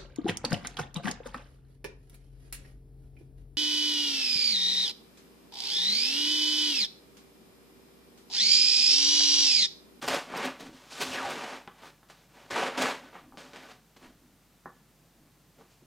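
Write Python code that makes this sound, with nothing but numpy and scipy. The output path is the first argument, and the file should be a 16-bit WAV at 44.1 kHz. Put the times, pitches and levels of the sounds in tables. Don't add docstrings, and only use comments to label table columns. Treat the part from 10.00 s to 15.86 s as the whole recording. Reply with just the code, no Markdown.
import sys
import numpy as np
from scipy import signal
from scipy.fft import rfft, irfft
from scipy.io import wavfile
from scipy.ndimage import uniform_filter1d

SR = 44100
rng = np.random.default_rng(int(sys.argv[2]) if len(sys.argv) > 2 else 0)


def dump_mix(stems):
    frames = np.atleast_2d(stems).T
    limited = np.clip(frames, -1, 1)
    pcm = np.round(limited * 32767).astype(np.int16)
    wavfile.write(sys.argv[1], SR, pcm)


N = 258407
T = np.arange(N) / SR

# (start [s], rise [s], slide [s], level [dB],
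# change over the slide [dB], relative fibre hiss [dB], relative frame body [dB])
PULLS = [ (0.022, 0.0029, 0.051, -37, -5, -4.5, -6.5), (0.076, 0.0028, 0.074, -30, 1, -7, -12),
         (0.270, 0.1, 0.087, -35.5, 4.5, -12.5, -7), (0.560, 0.057, 0.049, -50, -1.5, -4, 2),
         (0.700, 0.048, 0.16, -57, -1, -2, -9), (0.895, 0.025, 0.056, -47.5, 0.5, 1.5, -12),
         (0.960, 0.045, 0.14, -41, -2, 0.5, -4), (1.110, 0.035, 0.19, -37, -1, -8.5, -10),
         (1.320, 0.043, 0.19, -38.5, -2.5, -9.5, -9.5), (1.735, 0.1, 0.037, -50.5, -3, -9, -7.5),
         (2.096, 0.004, 0.019, -52, -7, -1.5, -27), (2.140, 0.045, 0.052, -63.5, -2.5, -2, -10),
         (2.290, 0.069, 0.17, -56, -3, -7, -7), (2.502, 0.0074, 0.057, -34, -8.5, -6.5, -10),
         (2.530, 0.037, 0.099, -28.5, -2.5, -11.5, -11.5), (2.700, 0.046, 0.030, -42, 4.5, -15, -16),
         (2.772, 0.006, 0.029, -32, -1, -4.5, -4), (2.790, 0.036, 0.086, -27, -5.5, -10, -11.5),
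         (2.980, 0.051, 0.052, -53.5, 0, -12, -4), (3.100, 0.044, 0.038, -50.5, 0.5, -14.5, -10.5),
         (3.372, 0.006, 0.15, -48, -12.5, -4.5, -4.5), (3.531, 0.0043, 0.13, -48.5, -3.5, -7.5, -4.5),
         (3.665, 0.052, 0.011, -49, -8.5, -5, -5), (3.962, 0.0051, 0.012, -56, -10, 0, 4),
         (3.995, 0.031, 0.02, -55.5, 1.5, -6.5, -6), (5.565, 0.024, 0.03, -64.5, 0.5, -6, 8.5),
         (5.680, 0.035, 0.030, -72, -3, 7, -9), ]
# (frequency [Hz], level [dB])
CLOTH_COLOUR = [(35, -67), (60, -25), (124, -13), (156, -1.5), (198, -3.5), (256, 2.5), (301, -0.5),
                (566, -4.5), (666, -3), (767, -2), (946, -1.5), (1740, -4.5), (6580, -17.5), (11800, -30),
                (16000, -46)]
# (frequency [Hz], width [Hz], level [dB])
FRAME_MODES = [(254.6, 19, -1.5), (468, 23, -6), (573, 15, 4.5), (740, 9.3, 6.5), (885, 22, -3.5),
               (1150, 130, -12.5), (1502, 24, -1.5), (2350, 28, -11), (2660, 8.4, -29)]
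# (start [s], level [dB], length [s])
JERKS = [(0.014, -43.5, 0.018), (0.078, -26, 0.016), (0.443, -36.5, 0.03), (0.597, -43.5, 0.022),
         (1.005, -28, 0.036), (1.299, -39, 0.026), (1.822, -53, 0.088), (2.087, -56.5, 0.041),
         (2.814, -27, 0.018)]
# (start [s], length [s], first thread rate [Hz], final [Hz], level [dB])
ZIPS = [(0.077, 0.097, 798, 500, -38), (1.119, 0.205, 2700, 480.5, -37.5), (2.518, 0.21, 2002, 403, -38.5),
        (2.553, 0.0707, 616, 397, -40.5), (2.805, 0.066, 640, 448, -33.5)]
# (start [s], level [dB], length [s])
CHATTERS = [(0.022, -45, 0.011), (0.065, -43, 0.043), (0.138, -43, 0.023), (0.364, -44, 0.023),
            (0.445, -50, 0.025), (1.135, -48, 0.023), (1.295, -56, 0.024)]
# (frequency [Hz], width [Hz], level [dB])
EYELET_MODES = [(5070, 61, 13), (5570, 110, 7), (6200, 120, -1), (8500, 76, 8), (11450, 120, -10),
                (12150, 140, 0), (12700, 150, -10)]
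# (time [s], impulse level [dB])
TICKS = [(1.6758, -26.5), (3.3733, -23.5), (3.5342, -26), (3.5612, -24), (3.9642, -42)]
# (frequency [Hz], gain [dB])
TICK_COLOUR = [(60, -18), (200, 19), (400, 10), (1200, 13.5), (5000, 2), (9000, -17), (16000, -30)]
# (time [s], level before dulling [dB], contact brightness [Hz])
KNOCKS = [(0.338, -17.5, 1370), (1.6755, -25.5, 3440), (1.834, -31.5, 2500), (2.03, -40, 3520),
          (2.099, -34.5, 2020), (2.372, -39, 2000), (3.1531, -26.5, 2270), (3.3214, -34.5, 1640),
          (3.339, -33.5, 850), (4.657, -21, 1830), (5.588, -34, 740), (5.61, -39.5, 1510),
          (5.821, -32.5, 445)]
# (frequency [Hz], level [dB], t60 [s])
WOOD_MODES = [(173, -14.5, 0.19), (244.6, -13.5, 0.22), (363, -7.5, 0.062), (477, -10.5, 0.062),
              (552, -16.5, 0.1), (793, 0.5, 0.032), (870, -10, 0.052), (1020, -7, 0.03), (1166, -5, 0.058),
              (1240, 0, 0.018), (1494, -6.5, 0.024), (1723, -6.5, 0.027)]
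# (start [s], level [dB], length [s])
DRONES = [(0.40, -39, 0.11), (0.63, -53, 0.089), (2.58, -57, 0.3), (2.78, -34, 0.1)]
# (start [s], level [dB], length [s])
BILLOWS = [(0.03, -52.5, 0.14), (1.0, -59, 0.21), (1.19, -60, 0.14), (2.505, -53, 0.059)]
# (start [s], relative level [dB], length [s])
SHUFFLES = [(0.62, -43.5, 0.15), (3.2, -49, 0.17), (4.0, -48, 0.15), (4.13, -55.5, 0.25), (5.15, -56, 0.15),
            (5.8, -60, 0.11)]
# (frequency [Hz], level [dB])
SHUFFLE_COLOUR = [(59, -10), (100, -27), (135, -7.5), (173, -17), (253, 1.5), (350, -5.5), (402, -25),
                  (553, -22), (700, -17), (910, -48), (1540, -120)]
# (frequency [Hz], level [dB])
ROOM_TONE_COLOUR = [(12, -37), (20, -29), (53, -21), (91, -5), (154, 2.5), (204, -2.5), (399, -9.5),
                    (558, -11), (1220, -15.5), (2600, -19.5), (2820, -19.5), (6910, -22.5), (12400, -26),
                    (14300, -21), (16000, -35)]
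# (frequency [Hz], level [dB])
SIDE_COLOUR = [(12, -37), (20, -15), (101, 6.5), (182, -0.5), (542, -4), (590, -12.5), (4940, -11),
               (14700, -10), (16000, -9)]


def hem_scrape(rasp_db=-1, hiss_db=-1.5, body_db=-1.5):
    grip = undb(walk(130))
    friction = grip * (slips(per_s=3500, spread_db=0) + undb(1.5) * rng.standard_normal(N))
    cloth = colour(friction, CLOTH_COLOUR)
    cloth = unit(cloth + sum(undb(db) * ring(cloth, hz, width) for hz, width, db in FRAME_MODES))
    body = unit(cut(cut(cloth, 476, "low", order=4), 64, "high"))
    rasp = unit(cut(cloth, [420, 3200], "band", order=4))
    hiss = unit(cut(cloth, 3490, "high", order=4))
    power = np.zeros((3, N))
    for start, rise, slide, db, change_db, speed_db, press_db in PULLS:
        shares = undb([rasp_db, speed_db + hiss_db, press_db + body_db])
        power += np.outer(shares ** 2, pull_gain(start, rise, slide, db, change_db) ** 2)
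    return np.sum(np.sqrt(power) * [rasp, hiss, body], axis=0)


def pull_gain(start, rise, slide, db, change_db, climb_db=15, run_out_db_per_s=214):
    since = T - start
    pulling_db = np.interp(since, [0, rise, rise + slide], [db - climb_db, db, db + change_db])
    run_out_db = run_out_db_per_s * np.maximum(since - rise - slide, 0)
    return undb(pulling_db - run_out_db) * (since >= 0)


def fold_jerks():
    spectrum = [(100, -27), (400, 7.5), (1000, 4), (4000, 2.5), (8000, -7.5), (16000, -18.5)]
    shower = unit(colour(slips(per_s=20000, spread_db=6), spectrum))
    swell = sum(gate([s, s + length / 2, s + length], [db - 6, db, db - 11]) for s, db, length in JERKS)
    return shower * swell


def weave_zips(overtone_db=-12, speed_spread=.08, side_fold_db=-5, brake_share=.35, edge_db=7):
    out = 0
    for start, length, first_hz, final_hz, db in ZIPS:
        braking = np.maximum(T - start, 0) / (brake_share * length)
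        thread_hz = final_hz + (first_hz - final_hz) / (1 + braking ** 3)
        buzz = 0
        for fold in (-1, 0, 1):
            fold_hz = thread_hz * (1 + fold * speed_spread + .1 * walk(900))
            phase = 2 * np.pi * np.cumsum(fold_hz) / SR
            tone = np.sin(phase) + undb(overtone_db) * np.sin(2 * phase)
            buzz += tone * undb(2 * walk(200) + side_fold_db * abs(fold))
        corners = start + length * np.array([0, .2, .6, 1])
        out += unit(buzz) * gate(corners, [db - edge_db, db, db, db - edge_db])
    return out + undb(3) * ring(out, hz=780, width_hz=39)


def eyelet_chatter():
    contacts = slips(per_s=1200, spread_db=2)
    metal = sum(undb(db) * ring(contacts, hz, width) for hz, width, db in EYELET_MODES)
    return unit(cut(metal, 2800, "high")) * swells(CHATTERS, edge_db=9)


def hem_ticks():
    hits = np.zeros(N)
    for s, db in TICKS:
        hits[int(s * SR)] += undb(db)
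    return colour(hits, TICK_COLOUR)


def wood_knocks(thud_db=1, thud_t60=.037):
    out, t = np.zeros(2 * N), T[:SR // 2]
    for s, db, bright_hz in KNOCKS:
        modes = sum(undb(mode_db - 60 * t / t60) * np.sin(2 * np.pi * (hz * t + rng.random()))
                    for hz, mode_db, t60 in WOOD_MODES)
        thud = undb(thud_db - 60 * t / thud_t60) * rng.standard_normal(len(t))
        blow = modes + cut(thud, 190, "high", order=4)
        dulled = cut(blow / np.abs(blow).max(), bright_hz, "low", order=8)
        start = int(s * SR)
        out[start:start + len(t)] += undb(db) * dulled
    return out[:N]


def panel_drone(mode_hz=256.3):
    phase = 2 * np.pi * mode_hz * T + .4 * walk(12)
    tone = np.sin(phase) * undb(1.9 * walk(30.8))
    return unit(tone) * swells(DRONES, edge_db=12)


def cloth_billows():
    return unit(cut(rng.standard_normal(N), [70, 135], "band")) * swells(BILLOWS, edge_db=12)


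def shuffling(gain_db=-8.5):
    muffled = unit(colour(rng.standard_normal(N), SHUFFLE_COLOUR))
    return undb(gain_db) * muffled * swells(SHUFFLES, edge_db=8)


def booth(x, wet_db, t60, treble_t60):
    t, noise = T[:SR // 2], cut(rng.standard_normal(SR // 2), 223, "high")
    low = cut(noise, 3600, "low", order=1)
    tail = low * undb(-60 * t / t60) + (noise - low) * undb(-60 * t / treble_t60)
    tail *= t > .003
    wet = undb(wet_db) * signal.fftconvolve(x, tail / np.sqrt(np.sum(tail ** 2)))[:N]
    return (x + wet) / np.sqrt(1 + undb(2 * wet_db))


def room_tone(air_db=-63, hum_hz=50, hum_db=-72.5, side_db=-73):
    air = undb(air_db) * unit(colour(rng.standard_normal(N), ROOM_TONE_COLOUR))
    hum = undb(hum_db) * unit(np.sin(2 * np.pi * hum_hz * T))
    side = undb(side_db) * unit(colour(rng.standard_normal(N), SIDE_COLOUR))
    return air + hum + side * np.array([[1], [-1]])


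def undb(db):
    return 10 ** (np.asarray(db) / 20)


def unit(x):
    return x / np.sqrt(np.mean(x ** 2))


def colour(x, points):
    hz, db = np.transpose(points)
    size = 2 * len(x)
    bin_hz = np.maximum(np.fft.rfftfreq(size, 1 / SR), 1)
    gain = undb(np.interp(np.log(bin_hz), np.log(hz), db))
    cepstrum = irfft(np.log(gain))
    cepstrum[1:size // 2] *= 2
    cepstrum[size // 2 + 1:] = 0
    return irfft(rfft(x, size) * np.exp(rfft(cepstrum)))[:len(x)]


def cut(x, hz, kind, order=2):
    return signal.sosfilt(signal.butter(order, hz, kind, fs=SR, output="sos"), x)


def ring(x, hz, width_hz):
    return signal.lfilter(*signal.iirpeak(hz, hz / width_hz, fs=SR), x)


def walk(per_s):
    return np.interp(T * per_s, np.arange(N), rng.standard_normal(N))


def slips(per_s, spread_db):
    size = undb(spread_db * np.clip(rng.standard_normal(N), -2, 2))
    released = rng.random(N) < per_s / SR
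    return unit(released * rng.standard_normal(N) * size)


def gate(times, db):
    return uniform_filter1d(np.interp(T, times, undb(db), left=0, right=0), size=90)


def swells(table, edge_db):
    return sum(gate([s, s + length / 2, s + length], [db - edge_db, db, db - edge_db])
               for s, db, length in table)


def scene():
    curtain = hem_scrape() + fold_jerks() + weave_zips() + eyelet_chatter() + hem_ticks()
    cloth = booth(curtain, wet_db=-9.5, t60=.32, treble_t60=.34)
    wood = booth(wood_knocks(), wet_db=0, t60=.22, treble_t60=.4)
    return cloth + wood + panel_drone() + cloth_billows() + shuffling() + room_tone()


def record(dry):
    return signal.sosfilt(signal.ellip(10, .2, 70, 15900, fs=SR, output="sos"), dry)


dry = scene()
out = record(dry)
dump_mix(out)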